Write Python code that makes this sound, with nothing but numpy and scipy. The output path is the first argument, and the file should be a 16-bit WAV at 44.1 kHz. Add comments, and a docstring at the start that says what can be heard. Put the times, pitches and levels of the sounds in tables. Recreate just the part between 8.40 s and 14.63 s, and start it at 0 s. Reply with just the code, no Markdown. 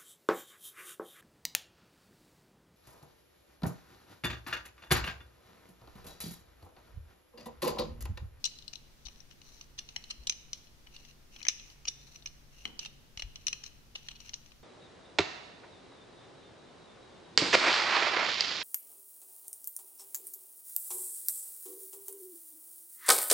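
"""Plastic blocks in a hard room

Hands turn a hollow plastic toy piece and try it against a track of building blocks. Edges tick and skid:
stick-slip jerks excite the damped modes of the thin shell. Fingertips rub it as grains of filtered noise;
nudges of the table are damped low swings. A small hard room, made of decaying noise, answers the sounds
over a faint hum and rumble."""
import sys
import numpy as np
from scipy import signal
from scipy.fft import rfft, irfft
from scipy.io import wavfile
from scipy.ndimage import uniform_filter1d

SR = 44100
rng = np.random.default_rng(int(sys.argv[2]) if len(sys.argv) > 2 else 0)


def transcribe(signal):
    """Save signal, clipped to [-1, 1], as a 16-bit WAV file at the path in sys.argv[1]."""
    frames = np.atleast_2d(signal).T
    limited = np.clip(frames, -1, 1)
    pcm = np.round(limited * 32767).astype(np.int16)
    wavfile.write(sys.argv[1], SR, pcm)


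N = 274743  # samples


def gain_of(db):
    """Decibel law: level to amplitude."""
    return 10 ** (np.asarray(db) / 20)


def evened(x):
    """Normalisation of power: scales to rms 1."""
    return x / np.sqrt(np.mean(x ** 2) + 1e-20)


def read(points, hz):
    """Interpolation on a logarithmic frequency axis."""
    f, value = np.transpose(points)
    return np.interp(np.log(hz + 1), np.log(f + 1), value)


def coloured(x, points):
    """Linear filtering: multiplies the spectrum of x by the gains of the points (f/Hz, level/dB)."""
    size = x.shape[-1]
    gain = gain_of(read(points, np.fft.rfftfreq(size, 1 / SR)))
    return irfft(rfft(x) * gain, size)


def panned(db):
    """Interaural level difference: left and right gains of mean power 1."""
    return evened(gain_of([[db / 2], [-db / 2]]))


def add(mix, s, sound):
    """Superposition: mixes a sound of several channels in at time s."""
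    part = mix[:, max(round(s * SR), 0):][:, :sound.shape[1]]
    part += sound[:, :part.shape[1]]


# spectrum of the room air: f/Hz, relative level/dB
AIR_SPECTRUM = [(20, 0.5), (45, -3.5), (70, -7.5), (110, -11.5), (180, -15), (260, -16), (400, -19.5),
                (700, -24), (1500, -26.5), (3000, -27.5), (6000, -28), (8000, -36), (12000, -35),
                (16000, -37.5)]
# correlation of the air noise between left and right: f/Hz, likeness
AIR_LIKENESS = [(30, 0.68), (150, 0.52), (400, 0.32), (1000, 0.07), (4000, 0.0336)]
# partials of the appliance hum: f/Hz, level/dB
HUM_PARTIALS = [(47, -69), (139.5, -71), (231, -79)]
AIR_DB = -58.5


def background(waver=0.55, left_db=1.0):
    """Partly coherent noise, most alike in both ears in the bass, and the wavering hum of some appliance."""
    a, b = rfft(rng.standard_normal((2, N)))
    same = np.clip(read(AIR_LIKENESS, np.fft.rfftfreq(N, 1 / SR)), -1, 1)
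    right = same * a + np.sqrt(1 - same ** 2) * b
    air = evened(coloured(irfft(np.array([a, right]), N), AIR_SPECTRUM))
    t = np.arange(N) / SR
    knots = np.linspace(0, t[-1], 60)
    hum = 0
    for hz, db in HUM_PARTIALS:
        wander = rng.standard_normal(len(knots)) + 1j * rng.standard_normal(len(knots))
        drift = np.interp(t, knots, 1 + waver * wander)  # wavers in strength and phase
        hum = hum + gain_of(db) * evened((drift * np.exp(2j * np.pi * hz * t)).real)
    return panned(left_db) * (gain_of(AIR_DB) * air + hum)


# reverberation time of the room: f/Hz, t60/s
REVERBERATION = [(200, 0.95), (1000, 1), (3000, 0.87), (6000, 0.59), (9000, 0.55), (15000, 1)]


def room(x, gap=0.0048, early_db=16.0, early_s=0.013):
    """Diffuse reverberation: dense reflections of one direction, each band dying at its own speed."""
    hz, t, z = signal.stft(rng.standard_normal((2, SR)), SR, nperseg=256)
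    decay = gain_of(-60 * t / read(REVERBERATION, hz)[:, None])
    tail = signal.istft(z * decay, SR, nperseg=256)[1]
    t = np.arange(tail.shape[1]) / SR
    onset = np.clip(t / gap - 1, 0, 1)  # silent for one gap (s), then rises over another
    tail = tail * onset * gain_of(early_db * np.exp(-t / early_s))  # early reflections are raised
    return signal.fftconvolve(x[None], tail / np.linalg.norm(tail[0]), axes=1)[:, :N]


# soft blows through the table: t/s, f/Hz, peak level/dB before panning, rise time/s, relative room share
TABLE_BLOWS = [(0.646, 45.8, -44.5, 0.019, 0.11), (1.785, 51.7, -44.5, 0.018, 0.2),
               (4.254, 239, -48.5, 0.0042, 1.24), (4.255, 375, -53, 0.0011, 2.3),
               (4.253, 670, -40, 0.00026, 1.7), (4.455, 189.7, -54, 0.0037, 0.56),
               (4.772, 50.7, -40.5, 0.0048, .1), (4.827, 41, -38, 0.024, 0.23),
               (4.84, 93, -48.5, 0.017, 0.41)]


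def table(pan_db=5.0):
    """Damped oscillation of the table top; returns the swings and the part that goes to the room."""
    near, far = np.zeros((2, N)), np.zeros((2, N))
    t = np.arange(SR // 2) / SR
    for s, hz, db, rise, share in TABLE_BLOWS:
        envelope = (t / rise * np.exp(1 - t / rise)) ** 2  # peaks at 1 when t = rise
        swing = gain_of(db) * envelope * np.cos(2 * np.pi * hz * t) * panned(pan_db)
        add(near, s, swing)
        add(far, s, share * swing)
    return near, far


# fingertip strokes: t/s, length/s, level/dB before fades, wall ring/dB, rib ring/dB
RUB_STROKES = [(0.593, 0.26, -66.5, -15, 2), (0.901, 0.04, -60, 0, -1), (1.005, 0.27, -60, -10, 1.5),
               (1.379, 0.44, -64.5, -1, -2), (1.721, 0.14, -66, -5, 28), (2.107, 0.18, -65, -17, -7),
               (2.48, 0.28, -60.5, 3, 2), (2.902, 0.14, -59, 5, -3), (3.24, 0.11, -62, -18, -8),
               (3.562, 0.28, -61.5, -6, 2), (4.097, 0.22, -60.5, 3.5, -1), (4.395, 0.091, -51, 7.5, -6),
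               (4.986, 0.1, -65, 0, 2), (5.234, 0.055, -55.5, 0, 1), (5.539, 0.24, -62, 2, 4),
               (5.779, 0.14, -57, 3, -2), (5.98, 0.15, -72, 0, 0)]
# spectrum of rubbed plastic: f/Hz, relative level/dB
RUB_SPECTRUM = [(200, -28.5), (1000, -12), (1900, -13.5), (2850, 2), (3400, -13), (4100, 0.5),
                (4900, -11.5), (5850, 3), (6600, -7.5), (7600, -19), (16000, -22.5)]
# the two resonances that a rubbing finger brings out; the width is to half the dB boost on each side
WALL_HZ, RIB_HZ, RING_WIDTH_HZ = 2760, 4080, 300


def fingers(grain_db=1.5, grains_per_s=4000, pan_db=3.0, uneven_db=3.0, uneven_s=0.015):
    """Granular friction: skin catches in many small grains under an uneven pressure, fading at both ends."""
    out = np.zeros((2, N))
    for s, length, db, wall_db, rib_db in RUB_STROKES:
        size = round(length * SR)
        grain_gain = gain_of(grain_db * np.minimum(rng.exponential(1, SR), 5))
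        grains = grain_gain * (rng.random(SR) < grains_per_s / SR)
        unevenness = uniform_filter1d(rng.standard_normal(SR), round(uneven_s * SR))
        pressure = gain_of(uneven_db * evened(unevenness))
        catches = (pressure * grains * rng.standard_normal((2, SR)))[:, :size]
        hz = np.fft.rfftfreq(size, 1 / SR)
        wall, rib = (1 / (1 + ((hz - centre) / RING_WIDTH_HZ) ** 2) for centre in (WALL_HZ, RIB_HZ))
        colour = gain_of(read(RUB_SPECTRUM, hz) + wall_db * wall + rib_db * rib)
        hiss = evened(irfft(rfft(catches) * colour, size))
        add(out, s, gain_of(db) * panned(pan_db) * hiss * signal.windows.tukey(size, .5))
    return out


# stray ticks of the piece shifting in the grip: level above the rubbing, its spread, depth, spread of colour
STRAY_OVER_DB, STRAY_SPREAD_DB, STRAY_DEPTH_DB, STRAY_COLOUR_DB = 5, 1.5, 2.5, 3


def strays(count=17, skid_s=0.00164, pan_db=7.5):
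    """Random point process: faint contacts while the fingers slide; rows as in EDGE_CONTACTS."""
    start, length, db = np.transpose(RUB_STROKES)[:3, np.arange(count) % len(RUB_STROKES)]
    moment = start + length * rng.random(count)
    rows = []
    for s, rub_db, (force, deep, hard) in zip(moment, db, rng.standard_normal((count, 3))):
        level_db = rub_db + STRAY_OVER_DB + STRAY_SPREAD_DB * force
        depth_db = STRAY_DEPTH_DB + STRAY_COLOUR_DB * deep
        rows.append((s, skid_s, level_db, pan_db, depth_db, STRAY_COLOUR_DB * hard))
    return rows


# modes of the plastic shell, before detuning and spot: f/Hz, relative level/dB, t60/s
SHELL_MODES = [(1252, -11.5, 0.013), (2210, -15, 0.0066), (2520, -9, 0.021), (2941, 2, 0.02),
               (3713, -1.5, 0.019), (4110, 3, 0.022), (4590, -9.5, 0.017), (5720, 8, .022),
               (5956, 10, 0.016), (6350, -4, 0.037), (8040, -12, 0.0079), (9530, -27, 0.0091)]
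# dense, quickly damped modes between them: f/Hz, relative level/dB
CLATTER_SPECTRUM = [(150, -38.5), (500, -24), (850, -13), (1250, -26), (1620, -19.5), (2150, -12),
                    (3200, -3.5), (4800, -6.5), (5800, 12.5), (6700, -9), (7600, -16), (10000, -22),
                    (11500, -29), (16000, -37)]
DIRECTIONS = 6  # two microphones and four paths towards the walls


def shell(t, clatter_t60=0.024, snap_db=9.5, snap_s=0.00033, spot_db=3.5, grip=0.0088, rise=0.00029):
    """Modal superposition: the piece's answer to one snap, microphones first, then towards the walls."""
    hz, db, t60 = np.transpose(SHELL_MODES)[:, :, None]
    hz = hz * (1 + grip * rng.standard_normal(hz.shape))  # the grip detunes the modes
    db = db + spot_db * rng.standard_normal(db.shape)  # each spot favours other modes
    facing = np.exp(2j * np.pi * rng.random((DIRECTIONS, len(SHELL_MODES))))  # phase by direction
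    modes = gain_of(db - 60 * t / t60) * np.exp(2j * np.pi * hz * t)
    ring = (facing @ modes).real
    clatter = coloured(rng.standard_normal((DIRECTIONS, len(t))), CLATTER_SPECTRUM)
    clatter *= gain_of(snap_db * np.exp(-t / snap_s) - 60 * t / clatter_t60)  # extra level at the snap
    return (evened(ring) + evened(clatter)) * (1 - np.exp(-t / rise))


LEAD_S = .002  # room before the contact for the two-way filters


def contact(bands, skid, level_db, colour_db, slips_per_s=2500, slip_size=0.67, catch_s=0.033):
    """Stick-slip excitation: an edge catches, then slips in jerks; its place sets each register's level."""
    t = np.arange(2048) / SR
    pressure = np.sin(np.pi * np.minimum(t / max(skid, 1 / SR), 1))
    slips = rng.standard_normal(len(t)) * (rng.random(len(t)) < slips_per_s / SR)
    jerks = slip_size * pressure * slips
    jerks[0] = np.exp(-skid / catch_s)  # a long, glancing skid starts softly
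    jerks = np.roll(jerks, round(LEAD_S * SR))
    sound = signal.fftconvolve(shell(t), jerks[None], axes=1)[:, :len(t)]
    out = 0
    for band, db in zip(bands, colour_db):
        out = out + gain_of(db) * evened(signal.sosfiltfilt(band, sound, padtype=None))
    energy = (out ** 2).sum(1, keepdims=True)
    return gain_of(level_db) * out * np.sqrt(SR / 100 / energy)  # level refers to 10 ms


# edges of plastic meeting: t/s, skid length/s, level/dB over 10 ms before panning, left-right/dB,
# depth/dB (how much the hollow body joins the high ring), hardness/dB (sharp corner rather than flat face)
EDGE_CONTACTS = [(0.0418, 0.0011, -29, 12, -6, 2.5), (0.0505, 0.0087, -28.5, 2, -1, 12),
                 (0.0594, 0.0054, -32, 14, -6.5, 4), (.074, 0.00088, -46, 15, -2, -2),
                 (0.1875, 0.00088, -49, 12, 3, 9), (0.223, .001, -53, 14, 0, 11),
                 (0.2794, 0.00091, -41, 15, -0.5, 15), (.332, 0.0048, -42, 17, -1, -2.5),
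                 (0.3555, 0.0011, -42.5, 13, 1, 8), (.653, 0.0094, -43.5, 12, -4, 7),
                 (.664, 0.0089, -45, 6, 0.5, -1), (.6841, .001, -48.5, 18, 6, -3.5),
                 (0.8036, 0.00079, -51, 14, -10, -4), (1.211, 0.0014, -46.5, 0.5, 1, -1),
                 (1.379, 0.0077, -46.5, 3, -2.5, 0), (1.3888, .005, -36.5, 2.5, -0.5, 2),
                 (1.489, .001, -47, -0.5, 4, 0.5), (1.5622, 0.0013, -33.5, 3.5, 3.5, -2.5),
                 (1.6398, 0.0012, -48, 1, 9, 8), (1.702, 0.011, -35, 2.5, 3, 1.5),
                 (1.8704, 0.0026, -31.5, 0.5, -1.5, 3.5), (1.8965, .001, -25.5, 2.5, -7, -1.5),
                 (1.9231, .001, -42, 3, -0.5, -1), (2.1316, .002, -34.5, 3, -4.5, 1.5),
                 (2.466, 0.01, -53.5, 4, 13, -4), (2.564, 0.0014, -48.5, 2, 5, 4.5),
                 (2.962, 0.0012, -49.5, 3, 8, -3), (3.0157, 0.0011, -47.5, 16, 1, -17),
                 (3.0285, 0.0014, -42.5, 5, -5, 2), (3.051, 0.0012, -38.5, 8, 1, -6.5),
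                 (3.0675, 0.0012, -37, 5, 2, -11), (3.0836, .0017, -20.5, 3, -9.5, -3.5),
                 (3.0938, 0.0023, -37.5, 8, -4, -6), (3.1971, .001, -51, 2, 6, 0),
                 (3.4536, 0.00077, -42.5, 2, 3, -6), (3.471, 0.011, -41, 6, 3.5, -8.5),
                 (3.4795, 0.0094, -27.5, 0, -9.5, 1.5), (3.759, 0.0009, -48, 1, -6, -4),
                 (3.859, 0.0055, -36.5, -0.5, -6, -6), (3.8723, .003, -46.5, -4, 4, 4),
                 (4.2535, 0.0011, -33, 5.5, 15, -2), (4.3925, .001, -35.5, -4.5, -1, 5),
                 (4.449, 0.0023, -44, -2, 6, -1), (4.458, .004, -40.5, -1, 7, 1.5),
                 (4.7742, 0.0012, -40.5, 1.5, 2, -2.5), (4.795, 0.0058, -38, 2, 7, 2),
                 (4.8217, .001, -36.5, 3, 7.5, -2), (4.958, .001, -43, 3, 4, -1),
                 (5.068, 0.0012, -27.5, 4.5, -5.5, -1), (5.0816, .001, -30.5, 5, -2, 0),
                 (5.129, 0.002, -32.5, 2.5, 2, -3.5), (5.2392, 0.0011, -42, 7, -5, -1.5),
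                 (5.262, .001, -44.5, 7, -6, -0.5), (5.552, 0.012, -37, 3, 10, 2),
                 (5.6858, 0.00092, -39.5, 2, 10, 0), (5.708, .012, -47, 1, 11, 3),
                 (5.753, 0.014, -51, 3, 9, 2), (5.893, .001, -44, 3, -2, -2.5),
                 (5.9346, 0.00086, -44.5, 5, 10, 4), (5.9402, .001, -36.5, 3, -9, 1),
                 (6.061, .001, -57.5, 5, 3, -3), (6.119, 0.0012, -56.5, 6, 5, -2)]
# edges between the registers of the piece: f/Hz
REGISTER_EDGES = [400, 1650, 2600, 3400, 5000, 7200, 16000]
# hollow knock, body, wall ring, rib ring, shell ring, edge crack: relative level/dB, then dB gained
# per dB of depth, of hardness and of level above a middling tap; a stronger blow cracks more
REGISTER_LEVELS = [(-17.5, 1.22, -0.14, -0.18), (-9, 0.93, -0.86, 0.086), (-3, 1.21, 0.27, 0.067),
                   (-1.5, 0.57, 0.99, -0.078), (0.5, 0.014, 0.14, -0.021), (-16, 0.66, 1, 0.23)]
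MIDDLING_DB = -37


def blocks():
    """Impact and friction of plastic on plastic, at the microphones and towards the walls."""
    edge_pairs = zip(REGISTER_EDGES, REGISTER_EDGES[1:])
    bands = [signal.butter(5, edges, "band", fs=SR, output="sos") for edges in edge_pairs]
    near, far = np.zeros((2, N)), np.zeros((DIRECTIONS - 2, N))
    for s, skid, db, pan_db, depth_db, hardness_db in EDGE_CONTACTS + strays():
        colour_db = np.array(REGISTER_LEVELS) @ [1, depth_db, hardness_db, db - MIDDLING_DB]
        sound = contact(bands, skid, db, colour_db)
        add(near, s - LEAD_S, panned(pan_db) * sound[:2])
        add(far, s - LEAD_S, sound[2:])
    return near, far


def scene(room_db=-12.5, boom_db=3.0):
    """Superposition of direct sound, reverberation and background."""
    clicks, outward = blocks()
    rubs = fingers()
    thumps, boom = table()
    sent = gain_of(room_db) * (outward + rubs.mean(0)) + gain_of(boom_db) * boom.mean(0)
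    echo = sum(room(x) for x in sent) / np.sqrt(len(sent))
    return clicks + rubs + thumps + echo + background()


EDGE_HZ = 15700  # upper band limit


def record(dry, treble_db=1.0):
    """Linear filtering: treble tilted down on the left and up on the right, then a low-pass band limit."""
    tilts = [[(5500, 0.001), (8000, side * treble_db)] for side in (-1, 1)]
    ports = np.array([coloured(x, tilt) for x, tilt in zip(dry, tilts)])
    lowpass = signal.firwin(511, EDGE_HZ, window=("kaiser", 9), fs=SR)
    return signal.oaconvolve(ports, lowpass[None], "same")


dry = scene()
out = record(dry)
transcribe(out)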